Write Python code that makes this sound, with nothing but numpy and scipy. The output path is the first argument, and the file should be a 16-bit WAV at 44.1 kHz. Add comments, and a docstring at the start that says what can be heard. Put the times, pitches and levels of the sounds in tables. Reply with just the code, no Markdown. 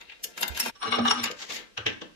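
"""A rusty chain drags off a steel bench and clinks against a vise, then its sound breaks off.
The loose vise handle slides through its hole, knocking, humming and ringing, and hits its stop.
A link scrapes between the jaws and the vise clacks three times, close by in a small workshop.
Hits and scrapes are gritty contact noise ringing the steel's modes; the bench booms underneath."""
import sys
import numpy as np
from scipy import signal
from scipy.fft import rfft, irfft
from scipy.io import wavfile
from scipy.ndimage import uniform_filter1d

SR = 44100
rng = np.random.default_rng(int(sys.argv[2]) if len(sys.argv) > 2 else 0)


def wav_out(sig):
    """Save sig, one row per channel (or a flat mono array), as 16-bit PCM at SR to the path in sys.argv[1]."""
    wavfile.write(sys.argv[1], SR, np.round(np.clip(np.atleast_2d(sig).T, -1, 1) * 32767).astype(np.int16))


N = 94815
T = np.arange(N) / SR
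BREAK_S, BREAK_FADE_S = .698, .022  # where the chain's sound stops short


# Link hits. Each row: start in seconds, level in dB, then five band offsets in dB, body to top.
CLINKS = [(0.01, -38, -36, -59, -6, -17, -44), (0.096, -35.5, -41, -23, -6.5, -29, -46),
          (0.119, -38, -26, -20, -7, -26, -49), (0.239, -18.5, -59, -42, -18, -13.5, -12.5),
          (0.376, -27.5, -23, -14, -9.5, -13, -17), (0.411, -23, -20, -22, -29, -18, -9),
          (0.428, -11.5, -31.5, -16.5, -12, -18, -22), (0.478, -22.5, -27, -43, -16, -18, -19.5),
          (0.572, -23.5, -28, -13.5, -11, -13.5, -12.5), (0.598, -11.5, -33.5, -24, -17, -18, -14),
          (0.66, -24.5, -10, -7.5, -43, -30, -15), (1.237, -14, -34.5, -18.5, -13.5, -13.5, -19.5),
          (1.256, -24, -17, -50, -7.5, -12, -43), (1.311, -37, -11, -47, 0.5, -2.5, -18),
          (1.506, -29.5, -17, -52, -6.5, -23, -40), (1.563, -22, -27, -38, -14.5, -17.5, -41)]
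# The ring of a link. Each row: pitch in Hz, level in dB, t60 in seconds.
LINK_MODES = [(922.6, 1.5, 0.24), (1380, -4.5, 0.12), (1610, 1, 0.097), (2078, -0.5, 0.16),
              (2437, -2.5, 0.19), (2746, 5.5, 0.076), (3166, -6, 0.22), (3673, 2.5, 0.033), (4600, -6, 0.1),
              (5160, -5, 0.046), (6700, -0.5, 0.027), (7440, -8, 0.028), (8510, -1, 0.15), (11300, 5, .04),
              (10770, 0.5, 0.049), (12700, 7, 0.062), (13000, -10.5, 0.012)]
# Where the clinks sit: left minus right in dB for each band.
CLINK_LEFT_DB = [-1.5, 3.5, 4.5, -2, 5.5]

def clinks(rows):
    """Links strike each other and the vise, each in a different spot."""
    return sum(blow(row, LINK_MODES, swell_s=.004, decay_s=.005, damping_t60=.012, crack_db=-3,
                    ring_db=-11, chatter_db=-17.5, chatter_s=.015, gain_db=-1, lag_s=.003,
                    left=CLINK_LEFT_DB) for row in rows)


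# The drag's contour. Each row: time in seconds, then five band levels in dB, body to top.
CHAIN_DRAG = [(0.0, -57.5, -46, -57, -97, -65), (0.126, -78, -101.5, -49.5, -77.5, -88),
              (0.268, -55.5, -67.5, -71, -62, -66), (0.34, -66, -73, -58.5, -76, -75),
              (0.402, -46, -63, -41.5, -52, -44), (0.488, -47.5, -94.5, -51.5, -59, -76.5),
              (0.548, -50.5, -75, -42, -49.5, -54), (0.67, -45.5, -45, -34, -37.5, -42),
              (0.72, -96, -43, -41.5, -63, -52)]

def chain_drag():
    """Rusty links rub over the bench."""
    return rub(CHAIN_DRAG, LINK_MODES, ring_db=-4.5, grain_db=3, catch_hz=111.8, catch_db=2.5,
               gain_db=-2)


# Bright accents. Each row: start in seconds, level in dB.
TINKS = [(.409, -39), (.479, -32.5), (.6, -44)]
# The ring of a free link. Each row: pitch in Hz, level in dB, t60 in seconds.
TINK_MODES = [(3600, -2.5, .08), (7770, -8, .04), (11200, -7, 0.029), (12400, -12, .04),
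              (14120, 5.5, 0.048)]

def tinks():
    """A link that the hand does not damp rings briefly on the left."""
    return strikes(TINKS, TINK_MODES, rise_s=.0017, scatter_db=1) * pan(13)


# Handle hits. Each row: start in seconds, level in dB, five band offsets in dB,
# then swell and decay in seconds.
HANDLE_KNOCKS = [(.755,-44,-25,-10,-11,-12,-34,0.0048,.01),
                 (.826,-19.5,-27,-10,-14.5,-29.5,-58,0.0075,0.021),
                 (.921,-16.5,-23.5,-8,-7,-26.5,-51,0.0036,0.03),
                 (0.988,-11,-14,-17.5,-22,-29.5,-60,0.0088,0.0068),
                 (1.052,-14,-28,-5.5,-13,-30,-39.5,0.0034,0.024),
                 (1.083,-9.5,-24.5,-22,-13.5,-22,-51,0.0079,0.002),
                 (1.111,-5.5,-27.5,-13.5,-16.5,-16,-43,0.0046,0.0021)]
# The handle's clank. Each row: pitch in Hz, level in dB, t60 in seconds.
HANDLE_MODES = [(450, -8.5, 0.14), (797, -5.5, 0.13), (1104, -8.5, 0.048), (1153, 3.5, 0.089),
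                (1234, 2.5, 0.24), (1315, -9.5, 0.12), (1458, -4.5, 0.12), (1568, -0.5, 0.34),
                (2218, -1, 0.087), (2884, 3, 0.16), (2944, -5, 0.13), (3210, 0, 0.037), (3504, 1, 0.033),
                (3718, 8, 0.023), (4020, -2.5, 0.12), (5570, 10, 0.27)]

def handle_knocks():
    """The sliding handle knocks and judders in its hole."""
    return sum(blow(row, HANDLE_MODES, swell_s, decay_s, damping_t60=.075, crack_db=.5, ring_db=-15.5,
                    chatter_db=-40, chatter_s=.028, gain_db=-1.5)
               for *row, swell_s, decay_s in HANDLE_KNOCKS)


# The slide's contour. Each row: time in seconds, then five band levels in dB, body to top.
HANDLE_SLIDE = [(0.815, -58, -38, -72, -66, -75), (0.879, -36.5, -33.5, -34, -42, -75),
                (0.929, -46.5, -61, -38.5, -79, -71), (0.999, -51, -37, -45, -54, -74),
                (1.047, -62, -47, -33, -43, -59), (1.105, -63, -40.5, -57, -59, -65),
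                (1.163, -40, -45.5, -35.5, -35, -68), (1.279, -52.5, -34, -33, -51, -73),
                (1.36, -81, -86, -71, -76, -74)]

def handle_slide():
    """The handle rubs through its hole with a ringing rasp."""
    return rub(HANDLE_SLIDE, HANDLE_MODES, ring_db=2, grain_db=1.5, catch_hz=139.4, catch_db=3.5,
               gain_db=-4)


# The handle's high shimmer. Each row: pitch in Hz, level in dB, t60 in seconds.
SHIMMER_MODES = [(5513, 2.5, 0.079), (8945, -3.5, 0.071), (10800, -31, .1), (13090, -29.5, 0.16)]
# The shimmer's contour. Each row: time in seconds, level in dB.
SHIMMER_LEVELS = [(.59, -65), (.61, -32.5), (.7, -47), (.73, -85), (.805, -56), (.84, -42.5), (.9, -46),
                  (.94, -38), (1.02, -52), (1.1, -37), (1.15, -49), (1.185, -44.5), (1.23, -47),
                  (1.28, -62)]
# Pings. Each row: start in seconds, level in dB, left minus right in dB.
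PINGS = [(0.602, -14.5, 1), (0.827, -42, 15), (1.084, -34, -5), (1.112, -19, -10)]

def handle_shimmer():
    """Friction keeps the steel bar singing, and it pings after some blows."""
    catching = flicker(rate_hz=70, depth_db=3.5)
    singing = unit(resonate(grit(N, 2), ring(SHIMMER_MODES, .9)))
    out = singing * catching * contour(*np.array(SHIMMER_LEVELS).T) * pan(-4)
    ping_shape = fade(T, .052) * np.minimum(T / .0061, 1)
    for at, db, left_db in PINGS:
        add(out, ring(SHIMMER_MODES, .33, size=N) * ping_shape * undb(db) * pan(left_db), at)
    return out


# The hum's contour. Each row: time in seconds, level in dB.
HUM_LEVELS = [(.58, -88), (.63, -49), (.69, -41.5), (.73, -91), (.83, -71), (.89, -45), (.975, -39),
              (1.005, -25.5), (1.05, -26.5), (1.125, -49), (1.19, -35.5), (1.25, -43), (1.36, -74)]

def handle_hum(pitch_hz=239, wander_depth=.015):
    """The handle's lowest bending mode hums, slightly unsteady in pitch."""
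    wander = np.interp(T, np.linspace(0, T[-1], 70), rng.standard_normal(70))
    phase = 2 * np.pi * np.cumsum(pitch_hz * (1 + wander_depth * wander)) / SR
    hum = np.sin(phase + np.array([[.5], [0]]))  # the left side leads
    return unit(hum) * contour(*np.array(HUM_LEVELS).T)


# Vise hits. Each row: start in seconds, level in dB, then five band offsets in dB, body to top.
CLACKS = [(1.775, -21.5, -30, -12, -8.5, -21, -41), (1.864, -15, -16.5, -23.5, -5.5, -22, -39.5),
          (2.016, -31.5, -9, -12, -7.5, -18, -63)]
# The ring of the vise. Each row: pitch in Hz, level in dB, t60 in seconds.
VISE_MODES = [(214.6, 0, 0.33), (307, -5, 0.22), (467, -13.5, 0.48), (820, -14, 0.18), (1122, 2.5, 0.22),
              (1568, 4, .25), (1675, -12, 0.22), (1896, -0.5, 0.47), (2220, -2, 0.42), (2650, -40, 0.12),
              (2690, 5, 0.19), (2938, 6.5, 0.12), (3250, -31, 0.078), (3690, -19, 0.16), (4210, -7, .18),
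              (5740, 1, .07)]

def vise_clacks():
    """The screw and jaw take up their slack."""
    return sum(blow(row, VISE_MODES, swell_s=.0033, decay_s=.0064, damping_t60=.0078, crack_db=-15,
                    ring_db=-16, chatter_db=-13, chatter_s=.047, gain_db=-.5, scatter_db=2.5)
               for row in CLACKS)


# The scrape's contour. Each row: time in seconds, then five band levels in dB, body to top.
JAW_SCRAPE = [(1.36, -78, -68, -53.5, -57, -72), (1.428, -53, -45, -39.5, -41, -60.5),
              (1.47, -59, -76, -56, -54, -71), (1.506, -52, -44, -36.5, -41, -56),
              (1.546, -50, -56, -39.5, -39.5, -47), (1.574, -53.5, -54.5, -42, -49, -55),
              (1.684, -71, -64, -63, -80, -87), (1.7, -64, -82, -78, -87, -91)]

def jaw_scrape():
    """A link scrapes between the jaws, with hardly any ring."""
    return rub(JAW_SCRAPE, VISE_MODES, ring_db=-25.5, grain_db=0, catch_hz=166, catch_db=2, gain_db=-1)


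# Weight under the hits. Each row: start in seconds, relative level in dB.
HOLLOW_KNOCKS = [(.252, -37.5), (.93, -22.5), (1.302, -23), (1.495, -32.5), (1.6, -35.5), (1.785, -28),
                 (1.875, -37), (2.022, -30.5)]
# The vise's hollow tone. Each row: pitch in Hz, level in dB, t60 in seconds.
HOLLOW_MODES = [(300, -6, 0.1), (353, -3.5, .1), (453.8, 4.5, 0.054), (500.7, 2, 0.11), (579, -10, 0.3),
                (676, -18, 0.3)]

def hollow_knocks():
    """The heavy vise body knocks in its low modes."""
    return strikes(HOLLOW_KNOCKS, HOLLOW_MODES, rise_s=.002) * undb(-14.5)


# Bench booms. Each row: start in seconds, relative level in dB.
BOOMS = [(.67, -53.5), (0.869, -39.5), (.985, -31.5), (1.1, -44), (1.2, -41), (1.49, -54), (1.78, -37),
         (1.852, -32)]
# The bench's low end. Each row: pitch in Hz, level in dB, t60 in seconds.
BENCH_MODES = [(78.3, -12, 0.46), (108.3, -2.5, 0.3), (118.3, -3, 0.15)]

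def bench(bump_hz=69):
    """The bench booms under the vise; one soft low bump sounds on the right."""
    out = strikes(BOOMS, BENCH_MODES, rise_s=.02) * undb(-1)
    bump = np.sin(2 * np.pi * bump_hz * T) * fade(T, .2) * np.minimum(T / .0081, 1)
    add(out, bump * undb(-25.5) * np.array([[.05], [1]]), at=.498)
    return out


# Where the rubs, handle knocks and clacks sit: left minus right in dB for each band.
STEEL_LEFT_DB = [-2.5, 2, 5.5, -0.5, 1]

def blow(row, modes, swell_s, decay_s, damping_t60, crack_db, ring_db, chatter_db, chatter_s, gain_db,
         lag_s=.002, scatter_db=2, left=STEEL_LEFT_DB, size=17640):
    """Rough faces grind and part: a crack, a hand-damped clack, chatter and a faint free ring."""
    at, level_db, *colour = row
    t = T[:size] - .04  # the force peaks at t = 0
    after = np.maximum(t, 0)
    release = np.exp(-after / decay_s) + undb(chatter_db) * np.exp(-after / chatter_s)
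    force = grit(size, 2.4) * np.exp(np.minimum(t, 0) / swell_s) * release
    metal = ring(modes, scatter_db, size)
    clack = resonate(force, metal * fade(T[:size], damping_t60))
    hit = undb(crack_db) * force + clack + undb(ring_db) * resonate(force, metal)
    start = at + lag_s + t[0]
    skip = int(max(-start, 0) * SR)
    out = np.zeros((2, N))
    for band, db, left_db in zip(split(hit), colour, left):
        peak_rms = np.sqrt(uniform_filter1d(np.mean(band ** 2, axis=0), size=440).max())
        gain = undb(level_db + db + gain_db) / peak_rms
        add(out, band[:, skip:] * gain * pan(left_db), max(start, 0))
    return out


def rub(curve, modes, ring_db, grain_db, catch_hz, catch_db, gain_db):
    """Rusty steel catches and slips; the grit keeps the modes ringing."""
    times, *levels = np.array(curve).T
    contact = grit(N, grain_db) * flicker(catch_hz, catch_db)
    body = unit(signal.fftconvolve(contact[:1], ring(modes, .34), axes=1)[:, :N])
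    out = 0
    for band, db, left_db in zip(split(contact + undb(ring_db) * body), levels, STEEL_LEFT_DB):
        out = out + unit(band) * contour(times, db) * pan(left_db)
    return out * undb(gain_db) * np.clip((T - times[0]) / .0082, 0, 1)


def strikes(rows, modes, rise_s, scatter_db=1.5):
    """A struck body rings freely after a softened attack."""
    out = np.zeros((2, N))
    attack = np.minimum(T[:22050] / rise_s, 1)
    for at, db in rows:
        add(out, ring(modes, scatter_db) * attack * undb(db), at)
    return out


def ring(modes, scatter_db, size=22050):
    """Decaying modes; the higher ones reach the two sides out of step."""
    t, out = T[:size], 0
    for hz, db, t60 in modes:
        phase = rng.standard_normal((2, 1)) * min(hz / 1600, 1.5)
        gain = undb(db + scatter_db * rng.standard_normal())
        out = out + gain * fade(t, t60) * np.cos(2 * np.pi * hz * t + phase)
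    return out


def resonate(force, response):
    """Drive a resonator of unit energy."""
    return signal.fftconvolve(force, response / np.linalg.norm(response[0]), axes=1)[:, :force.shape[1]]


def grit(size, spread_db):
    """Stereo noise of tiny rust contacts, uneven in strength."""
    strength = undb(spread_db * np.repeat(rng.standard_normal(size // 32 + 1), 32)[:size])
    return unit(rng.standard_normal((2, size)) * strength)


def flicker(rate_hz, depth_db):
    """A gain that wanders as the contact catches and slips."""
    return unit(undb(depth_db * np.interp(T * rate_hz, np.arange(400), rng.standard_normal(400))))


# Edges in Hz of the five bands: body, low mids, mids, treble, top.
BAND_EDGES_HZ = [180, 720, 1750, 4200, 7400, 15000]

def split(x):
    """The five bands of a stereo sound."""
    return [signal.sosfilt(signal.butter(5, edges, "band", fs=SR, output="sos"), x)
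            for edges in zip(BAND_EDGES_HZ, BAND_EDGES_HZ[1:])]


def contour(times, db):
    """A fader ride through points in dB, shut before and after."""
    return undb(np.interp(T, times, db, left=-120, right=-120))


def undb(db):
    """Decibels to gain."""
    return 10 ** (np.asarray(db) / 20)


def unit(x):
    """Scale to rms 1."""
    return x / np.sqrt(np.mean(x ** 2) + 1e-20)


def fade(t, t60):
    """Exponential decay, 60 dB down after t60 seconds."""
    return np.exp(-np.log(1000) * t / t60)


def pan(left_db):
    """Left and right gains."""
    return undb(np.array([[left_db], [-left_db]]) / 2)


def add(out, x, at):
    """Mix x in at a time in seconds."""
    i = int(np.clip(at * SR, 0, N - 1))
    out[:, i:i + x.shape[1]] += x[:, :N - i]


# The reverb. Each row: band centre in Hz, t60 in seconds, wet level in dB.
REVERB = [(150, 0.45, 2), (500, 0.17, -4.5), (1420, 0.37, -2.5), (2840, 0.16, -7), (5960, 0.3, -11.5),
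          (12200, 0.19, -15.5)]

def workshop(x, build_s=.0094, size=26460):
    """Dense reflections of a small room, alike on both sides in the bass."""
    t, hz = T[:size], np.fft.rfftfreq(size, 1 / SR)
    mid, side = rfft(rng.standard_normal((2, size)))
    width = np.minimum(hz / 700, 1)
    noise = (mid + side * width * np.array([[1], [-1]])) / np.sqrt(1 + width ** 2)
    tail = 0
    for share, (_, t60, db) in zip(np.eye(len(REVERB)), REVERB):
        envelope = fade(t, t60) * np.minimum(t / build_s, 1)
        band = np.interp(np.log(hz + 1), np.log(np.array(REVERB)[:, 0]), share)
        tail = tail + irfft(noise * band, size) * envelope / np.linalg.norm(envelope) * undb(db)
    return x + signal.fftconvolve(x, tail, axes=1)[:, :N]


# The room tone's colour. Each row: frequency in Hz, relative level in dB.
ROOM_TONE = [(18, -57), (30, 2), (150, -14), (222, -11.5), (497, -5), (774, -18), (2770, -11), (5580, -18),
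             (15000, -36)]

def room_tone(level_db=-60):
    """Faint steady room noise."""
    hz, db = np.array(ROOM_TONE).T
    gain = undb(np.interp(np.log(np.fft.rfftfreq(N, 1 / SR) + 1), np.log(hz), db))
    return unit(irfft(rfft(rng.standard_normal((2, N))) * gain, N)) * undb(level_db)


def scene():
    """The chain is moved, then its sound stops short, reverb and all; then the vise is worked."""
    drag, slide, scrape, hollow = chain_drag(), handle_slide(), jaw_scrape(), hollow_knocks()
    handle_ring = handle_shimmer() + handle_hum()
    chain = workshop(clinks(row for row in CLINKS if row[0] < BREAK_S) + drag + tinks())
    late_clinks = clinks(row for row in CLINKS if row[0] > BREAK_S)
    vise = workshop(late_clinks + handle_knocks() + slide + scrape + vise_clacks() + hollow)
    chain_gate = np.clip((BREAK_S - T) / BREAK_FADE_S + 1, 0, 1) ** 2
    handle_gate = chain_gate + (T > HANDLE_KNOCKS[0][0])  # reopens at the first knock
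    return chain * chain_gate + handle_ring * handle_gate + vise + bench() + room_tone()


def record(dry, top_hz=15200):
    """A steep low-pass takes off the very top."""
    return signal.sosfilt(signal.ellip(8, .2, 70, top_hz, fs=SR, output="sos"), dry)


dry = scene()
out = record(dry)
wav_out(out)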